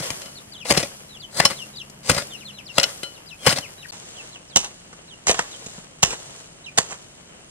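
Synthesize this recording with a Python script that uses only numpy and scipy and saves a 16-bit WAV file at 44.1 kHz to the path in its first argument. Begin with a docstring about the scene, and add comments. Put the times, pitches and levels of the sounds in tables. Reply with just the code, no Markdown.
"""First comes a soft, gritty thud: a steel hoe chops dry, grassy soil, ten strokes in all.
Strokes swish, bite and drag as bursts of random cracks coloured by the soil; clods knock and trickle.
Stones scrape the blade, so its resonances clink; chicks peep nearby as gliding near-sines.
Coloured noise makes the faint garden air, with a far engine at first and far insects later.
It is heard from the ground, then from a little aside, with a tiny silence in between."""
import sys
import numpy as np
from scipy import signal
from scipy.fft import rfft, irfft
from scipy.io import wavfile

SR = 44100
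rng = np.random.default_rng(int(sys.argv[2]) if len(sys.argv) > 2 else 0)


def put_to_file(sound):
    """Save the sound as 16-bit audio at rate SR, in the file named by the first command-line argument."""
    columns = np.atleast_2d(sound).T  # one column per channel
    safe = np.clip(columns, -1, 1)
    whole_steps = np.round(safe * 32767)
    wavfile.write(sys.argv[1], SR, whole_steps.astype(np.int16))


N = 330750
TIME = np.arange(N) / SR
MOVE_S = 3.92  # the listening place changes here
FIRST_PLACE = TIME < MOVE_S

# strokes of the hoe: bite at t/s, crunch level/dB, bite rise/s, bite length/s, thud/dB re crunch,
#   grit/dB re crunch, time in the weeds before the bite/s, swish level/dB, delay of the drag/s,
#   drag level/dB, trickle level/dB before the lift of each kind of debris
STROKES = [(0.0, -36.5, 0.0015, 0.017, 5, 1, 0.0095, -38, 0.057, -39.5, -44.5),
           (0.707, -14.5, 0.0046, 0.013, -4.5, -2.5, 0.059, -27.5, 0.085, -31, -47.5),
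           (1.4017, -8.5, 0.0017, 0.0043, -11.5, -7, 0.096, -28.5, 0.11, -37, -48),
           (2.0968, -13, 0.0021, 0.011, -4.5, -2, 0.065, -32, 0.081, -30.5, -48.5),
           (2.7827, -4.5, 0.001, 0.0027, -15, -6.5, 0.11, -37.5, 0.109, -42.5, -47),
           (3.464, -13, 0.00095, 0.019, -3, -3.5, 0.11, -37, 0.041, -25, -50),
           (4.56, -17, 0.0002, 0.0025, -2, 9.5, 0.0022, -34, .085, -40, -56),
           (5.293, -20, 0.0024, 0.028, -17, -4.5, 0.025, -24.5, 0.1, -35, -51.5),
           (6.0307, -13, 0.00031, 0.0043, -6.5, 2, 0.0069, -28.5, 0.087, -36, -52),
           (6.7844, -12.5, 0.00079, 0.0044, -11.5, 1, 0.0097, -26.5, 0.13, -40, -55)]
# clods breaking or landing, two footstep-like thumps (near 5.7 s), and a faint rustle as the sound
#   returns after the silence: t/s, crunch level/dB, length/s, thud/dB re crunch, grit/dB re crunch
CLODS_AND_THUMPS = [(0.022, -36.5, 0.019, -13, 0), (0.1036, -25, 0.0049, -3.5, -1.5),
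                    (0.653, -31.5, 0.015, -22, -28), (0.722, -20, 0.0066, -2, 0.5),
                    (0.737, -26, 0.00202, -14.5, -2), (0.746, -25.5, 0.012, -10, -6),
                    (0.765, -25, 0.0066, -17, -4), (0.828, -24.5, 0.0096, -3.5, -4),
                    (0.844, -39, 0.016, -5, 0), (1.371, -37, 0.0063, -12, 7), (1.435, -30, 0.016, -8, -10),
                    (1.501, -30, 0.016, -8, -2.5), (1.898, -52, 0.0052, 5.5, 9),
                    (2.115, -25.5, 0.0064, 4.5, 1.5), (2.166, -24.5, 0.0043, 0.5, -13),
                    (2.18, -22, 0.0049, -8, -3), (2.219, -32.5, 0.0066, -8, -3),
                    (2.866, -37, 0.0037, -2, -8), (3.456, -26, 0.0049, -18, -12),
                    (3.559, -30.5, 0.03, -7.5, 0), (3.5847, -25, 0.0055, -5, -1),
                    (3.889, -53, 0.0008, -12, 15), (3.922, -46.5, 0.045, -4, -1.5),
                    (4.5697, -18.5, 0.0037, -5, 5), (4.574, -27, 0.0008, -1, 8),
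                    (4.636, -47, 0.025, -12, -4), (4.645, -37.5, 0.0059, -15, 4.5),
                    (4.928, -42.5, 0.0091, -2, -7), (5.2705, -20, 0.0024, -21, 0),
                    (5.312, -25, 0.0048, -13, 6), (5.342, -28, 0.01, -18, -6),
                    (5.391, -15.5, 0.0059, -16.5, -9.5), (5.662, -43, 0.0092, 8.5, 5),
                    (5.78, -44.5, 0.0079, 9, -13), (6.035, -20, 0.0051, -7.5, 4),
                    (6.105, -38.5, 0.0044, -15.5, 8), (6.128, -29.5, 0.0065, -13, -9),
                    (6.776, -22, 0.0042, -11, -1), (6.921, -33, 0.0083, -10, -14)]
# stones scraping the blade: t/s, ring level/dB, scrape/s, factor on the blade's own ring times,
#   highest excited f/Hz, crunch level/dB, thud/dB re crunch
STONES = [(.217, -47, 0.0028, 4.5, 4770, -40, -14), (.258, -40.5, 0.012, 1.6, 3500, -43, -1),
          (0.7745, -22, 0.0015, 0.41, 4900, -18, 0), (.801, -33, .002, 0.66, 8000, -44, -18),
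          (1.4519, -13, 0.0042, 0.79, 12000, -16, -8.5), (2.147, -36, .003, .7, 7000, -29, -8),
          (2.798, -13.5, 0.0046, 0.16, 7000, -32, -43), (2.831, -16.5, 0.0077, 0.38, 9000, -25, -36),
          (2.839, -13, 0.0029, 0.34, 5400, -36, -30), (3.0318, -29.5, 0.00056, 2.14, 4240, -34, -3),
          (3.492, -20.5, 0.0081, 0.61, 6860, -27, -12), (3.526, -15.5, 0.0027, 0.41, 3360, -29, 1.5),
          (4.561, -20.5, 0.0039, 0.76, 4500, -26, -18)]
# hollow knocks of the blade on packed earth: t/s, f/Hz, level/dB, decay/s
KNOCKS = [(0.708, 569, -9, 0.0071), (0.7745, 417, -12, 0.0045), (1.4017, 756, -2, 0.0019),
          (1.4545, 1110, -7, .003), (2.0965, 520, -5.5, 0.0027), (2.783, 980, -6, 0.0006),
          (3.467, 525, -9.5, 0.0049), (3.471, 790, -9, 0.0042), (5.295, 473, -13.5, 0.0044)]
# resonances of the blade: f/Hz, level/dB re the ring, basic time to fade by 60 dB/s
BLADE_MODES = [(550, -9, 0.13), (1407, -10, 0.11), (2043, -3, 0.03), (2973, -2, 0.13), (3110, -4.5, 0.07),
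               (3510, -12.5, .045), (4110, -1.5, 0.08), (4370, -10, 0.079), (4530, -6, 0.044),
               (5370, 0.5, 0.11), (5530, -2, 0.081), (6800, -4, .06), (7060, -8, 0.055), (9990, -9, 0.07)]
# the blade rakes through loose weeds: t/s, length/s, level/dB before the lift of each kind of debris
RAKES = [(3.94, 0.34, -57.5), (5.447, 0.33, -57), (6.163, 0.24, -58)]
# colour of the soil at the first and at the second listening place: f/Hz, relative level/dB per Hz
SOIL_FIRST = [(21, -33), (35, -17.5), (135, -1), (338, -9.5), (563, -3.5), (760, -5), (961, -9), (1120, -5),
              (1270, -7.5), (2530, -9.5), (2730, -10), (3020, -10), (5570, -11), (7370, -13), (8590, -11.5),
              (15400, -33)]
SOIL_SECOND = [(21, -53), (35, -3), (188, 6), (298, -2), (447, 7), (1120, 5), (1440, 0.5), (1910, -1),
               (2280, -8), (2800, -6.5), (4320, -18.5), (6660, -13), (7960, -12.5), (11100, -32),
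               (15400, -50)]
# peeps of the chicks: t/s, glide length/s, start f/Hz, end f/Hz,
#   sag of the glide (1 steep at first, -1 steep at last), drop at the voice break/octaves,
#   level/dB before the shared lift
PEEPS = [(0.361, 0.035, 4600, 3366, -0.3, 0.012, -41.5), (0.528, 0.044, 4670, 3000, 0.82, 0, -40),
         (0.582, 0.059, 3850, 2370, 0.14, 0, -39.5), (1.1, 0.082, 4020, 2660, -0.95, 0.05, -43),
         (1.208, 0.046, 4720, 2970, 0.77, 0, -38), (1.572, 0.071, 4060, 2720, 1, 0.056, -37.5),
         (1.743, 0.026, 3940, 3450, -0.47, 0, -45), (1.765, 0.061, 4780, 2580, 0.11, 0, -36),
         (2.311, 0.057, 3620, 2630, 0.25, 0.052, -37), (2.383, 0.058, 4100, 2100, -0.48, 0.18, -43.5),
         (2.457, 0.055, 4290, 2680, -0.27, 0, -38.5), (2.542, 0.072, 4090, 2210, -1.1, 0.24, -40.5),
         (2.66, 0.06, 5560, 2680, 0.98, 0.063, -38.5), (3.147, 0.036, 4400, 2700, 0.36, 0.2, -47),
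         (3.274, 0.072, 5070, 2400, 0.6, 0.18, -40.5), (3.4, 0.055, 3310, 2880, -0.99, 0, -43.5),
         (3.627, 0.041, 3070, 2030, -0.59, 0, -37.5), (3.785, 0.068, 3920, 2200, -1.45, 0.27, -42),
         (3.856, 0.0056, 1910, 1450, -0.044, 0, -33.5), (3.898, 0.0072, 4750, 4120, -0.61, 0.017, -36.5),
         (4.165, .048, 3390, 2610, 0.53, 0.0072, -44), (4.331, 0.045, 4200, 2540, 0.49, 0, -47),
         (4.491, 0.058, 5640, 3150, 1, 0, -48.5), (5.088, 0.063, 4130, 2790, 0.82, 0.015, -48.5),
         (5.522, 0.035, 4070, 2960, 0.43, 0.027, -44.5), (6.65, 0.049, 3990, 2360, 0.74, 0.12, -40.5)]
# stereo picture: f/Hz, side level/dB re mid at the first place, the same at the second,
#   leftward lean (-1 to 1) at the first place, the same at the second
STEREO = [(60, -28, -26, 0.45, 0), (200, -16.5, -29, .7, .06), (400, -15, -26, 0.78, .2),
          (700, -5.5, -9.5, 1, 0.5), (1230, -5.5, -3, 0.48, 0.56), (2410, -5, 3.5, 0.44, -0.058),
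          (4600, 3.5, 5, 0.71, -0.26), (8100, 0.5, 5.5, -0.1, -0.17), (15000, 6, 8, 0.45, -0.33)]
# a far engine that slows down: t/s, f/Hz before a slight waver, level/dB before a slight wander
ENGINE = [(0, 210.8, -57.5), (2.4, 207.2, -51), (3.3, 161.6, -61.5), (3.9, 144.4, -56)]
# colours of the far rumble and the crumbs: f/Hz, relative level/dB per Hz
RUMBLE_COLOUR = [(15, -29), (25, -10), (118, -5.5), (151, -0.5), (263, -8), (400, -5.5), (520, -33),
                 (880, -120)]
CRUMB_COLOUR = [(150, -46.5), (250, -4.5), (507, -3.5), (655, -4), (807, -7.5), (2540, -13), (3030, -9),
                (4000, -30), (5200, -38), (8800, -120)]
# colour of the grass at the first and at the second place: f/Hz, relative level/dB per Hz
GRASS_FIRST = [(1940, -24), (3300, 4), (3780, -1), (4240, 0.5), (8750, 1.5), (11800, -2.5), (15400, -19)]
GRASS_SECOND = [(1940, -28), (3300, 4), (5020, -0.5), (6930, 3.5), (7990, 2.5), (9640, -4.5), (12400, -17),
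                (15400, -25)]
# width of the outdoor air: f/Hz, side level/dB re mid
AIR_WIDTH = [(60, -17), (130, -16.5), (290, -3.5), (640, 0), (1400, 0.5), (3100, 6), (6800, 7), (15000, 3)]

# a swish through the weeds swells up to the bite; thud and grit are relative to its crunch
SWISH_RISE_S, SWISH_STOP_S, SWISH_THUD_DB, SWISH_GRIT_DB = 0.026, 0.0048, -6.5, 3.5
# pulled back, the blade shoves a wave of loose earth
DRAG_RISE_S, DRAG_FALL_S, DRAG_THUD_DB, DRAG_GRIT_DB = 0.026, 0.03, -12, -1
CLOD_RISE_S = 0.00036
STONE_RISE_S, STONE_LENGTH_S, STONE_GRIT_DB = 0.0015, 0.0085, 1
# crumbs and dry grass then trickle to rest
TRICKLE_PEAK_S, TRICKLE_DB_PER_S, RAKE_FADE_S = 0.045, 49.5, 0.12
# the garden at rest; the crumbs wander around their level
STILL_CRUMBS_DB, STILL_GRASS_DB, RUMBLE_DB = -55, -59.5, -54
# a peep hooks up to its starting pitch, and swells as it passes the resonance of the beak
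HOOK_S, HOOK_OCTAVES, BEAK_HZ, BEAK_WIDTH_OCTAVES = 0.011, 0.16, 2840, 0.72
# falling through this pitch a voice may break: thin above it, fuller and lower below it
BREAK_HZ, BREAK_WIDTH_OCTAVES, THIN_VOICE_DB = 3500, 0.03, -3
# peeps fed to the leaf echo at the first and the second place
FIRST_ECHO_DB, SECOND_ECHO_DB = -10, -7
# right port leads at the second place: share of phase in the difference; decay of the scatter
LEAD_SHARE, SCATTER_S = 0.59, 0.00078
CUTOFF_HZ = 15600


def contacts():
    """List every soil burst or thump: t/s, level/dB, lead/s, rise/s, length/s, thud/dB, grit/dB."""
    for s, db, rise, length, thud, grit, weeds_s, swish_db, drag_s, drag_db, _ in STROKES:
        yield s, swish_db, weeds_s, SWISH_RISE_S, SWISH_STOP_S, SWISH_THUD_DB, SWISH_GRIT_DB
        yield s, db, weeds_s, rise, length, thud, grit
        yield s + drag_s, drag_db, drag_s, DRAG_RISE_S, DRAG_FALL_S, DRAG_THUD_DB, DRAG_GRIT_DB
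    for s, db, length, thud, grit in CLODS_AND_THUMPS:
        yield s, db, np.inf, CLOD_RISE_S, length, thud, grit
    for s, *_, db, thud in STONES:
        yield s, db, np.inf, STONE_RISE_S, STONE_LENGTH_S, thud, STONE_GRIT_DB


def grains(per_s, spread_db, size):
    """Breaking grains make random cracks of very uneven strength; their rms is 1."""
    strength = from_db(spread_db * np.minimum(rng.exponential(1, size), 4))
    sign = rng.choice([-1, 1], size)
    happens = rng.random(size) < per_s / SR
    cracks = strength * sign * happens
    return cracks / magnitude(cracks) * np.sqrt(size)


def hollow(share, decay_s, size=512):
    """Blade and furrow throw back early reflections that colour each contact differently."""
    echoes = rng.standard_normal(size) * np.exp(-np.arange(size) / (decay_s * SR))
    echoes[0] = 0
    return signal.unit_impulse(size) + share * echoes / magnitude(echoes)


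def soil_blows(per_s, crumbs_per_s, spread_db, tail_db, tail_s, push_db, push_s, size=16384):
    """Each contact is a swell of breaking grains: the ground thuds, clods crunch, sand and stems hiss."""
    out = np.zeros(N)
    t = (np.arange(size) - size // 4) / SR
    after = np.maximum(t, 0)
    thud_crunch_grit_hz = [(25, 350), (350, 3500), (3500, 18000)]
    places = []
    for colour in (SOIL_FIRST, SOIL_SECOND):
        soil = response(colour)
        places.append([band(soil, low, high, order=3) for low, high in thud_crunch_grit_hz])
    # the ground is pressed down and springs back once
    push = (after / push_s) * (1 - after / push_s / 2) * np.exp(-after / push_s)
    for s, db, lead, rise, length, thud, grit in contacts():
        # pressure builds and the soil gives way in dense cracks; then sparse crumbs run on
        bite = np.exp(np.minimum(t, 0) / abs(rise) - (after / length) ** 2) * (t > -abs(lead))
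        tail_height = from_db(tail_db) * np.sqrt(abs(length) / tail_s)
        tail = tail_height * np.exp(-after / tail_s) * (t > 0)
        cracks = bite * grains(per_s, spread_db, size) + tail * grains(crumbs_per_s, spread_db, size)
        cracks = signal.fftconvolve(cracks, hollow(share=0.45, decay_s=0.0011))
        target = magnitude(np.hypot(bite, tail))
        for body, rel_db in zip(places[int(s > MOVE_S)], (thud, 0, grit)):
            burst = signal.fftconvolve(cracks, body)[:size]
            add(out, s + t[0], from_db(db + rel_db) * burst * target / magnitude(burst))
        add(out, s, from_db(db + thud + push_db) * push[size // 4:])
    return out


def knocks(rise_s):
    """Packed earth answers the blade with a few quickly damped cycles."""
    out = np.zeros(N)
    t = np.arange(SR // 10) / SR
    for s, hz, db, decay in KNOCKS:
        envelope = (1 - np.exp(-t / rise_s)) * np.exp(-t / decay)
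        add(out, s, from_db(db) * envelope * np.sin(2 * np.pi * hz * t))
    return out


def resonate(x, hz, t60):
    """One resonance stores motion and lets it die away; its gain is about 1 at its peak."""
    r = from_db(-60 / (t60 * SR))
    feed = np.array([1, 0, -1]) * (1 - r * r) / 2
    feedback = [1, -2 * r * np.cos(2 * np.pi * hz / SR), r * r]
    return signal.lfilter(feed, feedback, x + 1e-18)


def buried_blade(soil, ring_db, damping, dull_hz, grip_db):
    """Soil noise drives the damped blade, mostly its lowest mode; strong noise is limited, as if gripped."""
    grip = from_db(grip_db)
    drive = grip * np.tanh(soil / grip) * FIRST_PLACE
    out = np.zeros(N)
    for hz, db, t60 in BLADE_MODES:
        gain = from_db(ring_db + db) / np.hypot(1, (hz / dull_hz) ** 2)
        out += gain * resonate(drive, hz, t60 * damping)
    return out


def clinks(size=16384):
    """A stone scrapes the steel briefly; every mode gathers the scratches and rings on."""
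    out = np.zeros(N)
    t = np.arange(size) / SR
    for s, db, scrape, free, top_hz, *_ in STONES:
        rub = np.exp(-(t / scrape) ** 2) + 1e-12
        for hz, mode_db, t60 in BLADE_MODES:
            ring_s = abs(t60 * free)
            ring = resonate(rub * rng.standard_normal(size), hz, ring_s)
            height = from_db(db + mode_db) / np.hypot(1, (hz / top_hz) ** 10)
            # scaled like a sine of this height that dies away
            target = np.sqrt(ring_s * SR / np.log(1e12))
            add(out, s, height * ring / magnitude(ring) * target)
    return out


def chicks(level_db, octave_db, waver, flutter_db, hook_db):
    """A peep is a near sine with a weak octave: it hooks up, then glides down, loudest near the beak's pitch."""
    out = np.zeros(N)
    for s, length, start_hz, end_hz, sag, drop, db in PEEPS:
        t = np.arange(-HOOK_S, length, 1 / SR)
        slide = np.maximum(t, 0) / length
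        hook = np.minimum(t, 0) / HOOK_S
        # the glide sags or arches; the drop comes in where the voice breaks
        bent = slide + sag * slide * (1 - slide)
        glide = start_hz * (end_hz * 2 ** drop / start_hz) ** bent
        broken = (1 + np.tanh(np.log2(BREAK_HZ / glide) / BREAK_WIDTH_OCTAVES)) / 2
        hz = glide * 2 ** (-drop * broken - HOOK_OCTAVES * hook ** 2)
        thin_db = THIN_VOICE_DB * (1 - broken) * min(10 * abs(drop), 1)
        unsteady, flutter = signal.resample(rng.standard_normal(size=(2, 16)), len(t), axis=1)
        phase = 2 * np.pi * np.cumsum(hz * (1 + waver * unsteady)) / SR
        swell = (1 - hook ** 2) * np.sqrt(1 - slide ** 10) * from_db(hook_db * (1 - slide) ** 2)
        beak = 1 / np.hypot(1, np.log2(hz / BEAK_HZ) / BEAK_WIDTH_OCTAVES)
        tone = np.sin(phase) + from_db(octave_db) * beak ** 10 * np.sin(2 * phase)
        gain = from_db(db + level_db + thin_db + flutter_db * flutter)
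        add(out, s - HOOK_S, gain * swell * beak * tone)
    return out


def two_ports(mid, wander, size=512):
    """Two close ports differ in level and phase, mostly more with pitch, blurred by scatter from near clods."""
    wide_a, wide_b, *leans = at_hz(STEREO, np.fft.rfftfreq(N, 1 / SR))
    lean_a, lean_b = np.clip(leans, -1, 1)
    lead = np.clip(LEAD_SHARE, 0, 1)
    bursts = rng.standard_normal((2, size)) * np.exp(-TIME[:size] / SCATTER_S)
    scatter_a, scatter_b = np.exp(1j * np.angle(rfft(bursts, N)))
    view_a = lean_a + np.sqrt(1 - lean_a ** 2) * scatter_a
    # the -1j makes the left lag and the right lead
    blur_b = np.sqrt(1 - lead ** 2) * scatter_b - 1j * lead
    view_b = lean_b + np.sqrt(1 - lean_b ** 2) * blur_b
    views = [from_db(wide_a) * view_a, from_db(wide_b) * view_b]
    # keeping only positive frequencies lets the phase be turned over time
    first, second = 2 * np.fft.ifft(rfft(mid) * views, N)
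    # flying earth never comes from quite the same direction
    turn = np.exp(1j * wander * drift(49))
    side = np.real(np.where(FIRST_PLACE, first, second) * turn)
    return np.array([mid + side, mid - side])


def garden_echo(x, t60, gap_s=0.0051, size=16384):
    """Ground and leaves scatter a faint tail, different in each ear."""
    t = np.arange(size) / SR
    noise = band(rng.standard_normal((2, size)), 300, 9000)
    tails = noise * from_db(-60 * t / t60) * (t > gap_s)
    return np.array([signal.fftconvolve(x, tail / magnitude(tail))[:N] for tail in tails])


def engine(lower_db, waver):
    """The third and second orders of a far engine hum faintly at the first place."""
    hz, db = in_time(ENGINE)
    phase = 2 * np.pi * np.cumsum(hz * (1 + waver * drift(10.7))) / SR
    hum = np.sin(phase) + from_db(lower_db) * np.sin(phase * 2 / 3)
    return from_db(db + 1.0 * drift(9.0)) * FIRST_PLACE * hum


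def insects(hz, t60, db):
    """Far insects merge into one thin, high band of noise at the second place."""
    chorus = resonate(resonate(rng.standard_normal(N), hz, t60), hz, t60)
    return from_db(db) * ~FIRST_PLACE * chorus / magnitude(chorus) * np.sqrt(N)


def stirring():
    """Loose debris swells after each stroke and dies away, and holds while the blade rakes."""
    power = np.zeros(N)
    for s, *_, db in STROKES:
        age = np.maximum(TIME - s, 0)
        rise = np.minimum(age / TRICKLE_PEAK_S, 1)
        fall_db = TRICKLE_DB_PER_S * np.maximum(age - TRICKLE_PEAK_S, 0)
        power += (rise * from_db(db - fall_db)) ** 2
    for s, length, db in RAKES:
        inside_s = np.minimum(TIME - s, s + length - TIME)
        power += (from_db(db) * np.clip(1 + inside_s / RAKE_FADE_S, 0, 1)) ** 2
    return np.sqrt(power)


def background(crumbs_db, grass_db, tick_share):
    """Noise and random ticks, each coloured, form far rumble, trickling crumbs and dry grass all around."""
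    stirred = stirring()
    # earth trickles in uneven little runs
    runs = from_db(1.0 * drift(45))
    crumbs = np.hypot(from_db(STILL_CRUMBS_DB), from_db(crumbs_db) * stirred) * runs
    grass = np.hypot(from_db(STILL_GRASS_DB), from_db(grass_db) * stirred)
    # colour, lowest Hz, highest Hz, gain
    layers = [(RUMBLE_COLOUR, 20, 300, from_db(RUMBLE_DB)),
              (CRUMB_COLOUR, 300, 3500, crumbs),
              (GRASS_FIRST, 3500, 18000, grass * FIRST_PLACE),
              (GRASS_SECOND, 3500, 18000, grass * ~FIRST_PLACE)]
    out = np.zeros((2, N))
    for colour, low, high, gain in layers:
        source = rng.standard_normal((2, N)) + tick_share * grains(1100, 7.7, size=N)
        body = band(response(colour), low, high, order=3)
        out += signal.oaconvolve(source, body[None] / magnitude(body))[:, :N] * gain
    width_db, = at_hz(AIR_WIDTH, np.fft.rfftfreq(N, 1 / SR))
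    mid = out[0]
    side = irfft(rfft(out[1]) * from_db(width_db), N)
    return np.array([mid + side, mid - side])


def from_db(db):
    """Turn decibels into a gain."""
    return 10 ** (np.asarray(db) / 20)


def magnitude(x):
    """Root of the summed squares."""
    return np.sqrt(np.sum(x ** 2) + 1e-20)


def drift(per_s):
    """A smooth random wander with a spread of about 1."""
    return signal.resample(rng.standard_normal(int(abs(per_s) * N / SR) + 2), N)


def in_time(rows):
    """Read each column of a curve at every sample."""
    s, *columns = np.transpose(rows)
    return [np.interp(TIME, s, c) for c in columns]


def at_hz(rows, hz):
    """Read each column of a spectrum at the given frequencies."""
    points, *columns = np.transpose(rows)
    return [np.interp(np.log(hz + 1), np.log(points), c) for c in columns]


def add(out, s, sound):
    """Mix a sound in from a given time."""
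    at = round(s * SR)
    part = sound[max(-at, 0):N - at]
    out[max(at, 0):max(at, 0) + len(part)] += part


def band(x, low_hz, high_hz, order=2):
    """Keep one range of frequencies, without looking ahead in time."""
    return signal.sosfilt(signal.butter(order, [low_hz, high_hz], "band", fs=SR, output="sos"), x)


def response(spectrum, size=4096):
    """The most prompt (minimum-phase) click with this colour."""
    level_db, = at_hz(spectrum, np.fft.rfftfreq(size, 1 / SR))
    cepstrum = irfft(np.log(from_db(level_db)))
    cepstrum[1:size // 2] *= 2
    return irfft(np.exp(rfft(cepstrum[:size // 2], size)))


def scene():
    """The hoe close by, the chicks further off, the garden around them."""
    soil = soil_blows(per_s=4500, crumbs_per_s=1700, spread_db=3.5, tail_db=-8.5, tail_s=0.03,
                      push_db=-27, push_s=0.0015)
    ring = buried_blade(soil, ring_db=16, damping=.5, dull_hz=850, grip_db=-22)
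    hoe = soil + knocks(rise_s=0.00018) + ring + clinks()
    peeps = chicks(level_db=1, octave_db=-14, waver=0.011, flutter_db=2.5, hook_db=-4.0)
    through_leaves = peeps * from_db(np.where(FIRST_PLACE, FIRST_ECHO_DB, SECOND_ECHO_DB))
    echoes = from_db(-17.5) * garden_echo(hoe, t60=0.047) + garden_echo(through_leaves, t60=0.12)
    far_insects = insects(hz=8580, t60=0.0057, db=-65.5)
    direct = two_ports(hoe + peeps + far_insects, wander=0.25)
    air = background(crumbs_db=4.5, grass_db=5.5, tick_share=0.46)
    return direct + echoes + engine(lower_db=-0.5, waver=0.0049) + air


def record(dry):
    """The sound drops out for about 10 ms between the places; peaks overload; the top is cut."""
    from_gap_s = np.abs(TIME - (MOVE_S - .005))
    live = np.clip(from_gap_s / .001 - 4.5, 0, 1)
    overloaded = np.clip(dry * live, -1, 1)
    # 60 dB down from 700 Hz above the cutoff
    top_cut = signal.cheby2(16, 60, CUTOFF_HZ + 700, fs=SR, output="sos")
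    return signal.sosfilt(top_cut, overloaded)


dry = scene()
out = record(dry)
put_to_file(out)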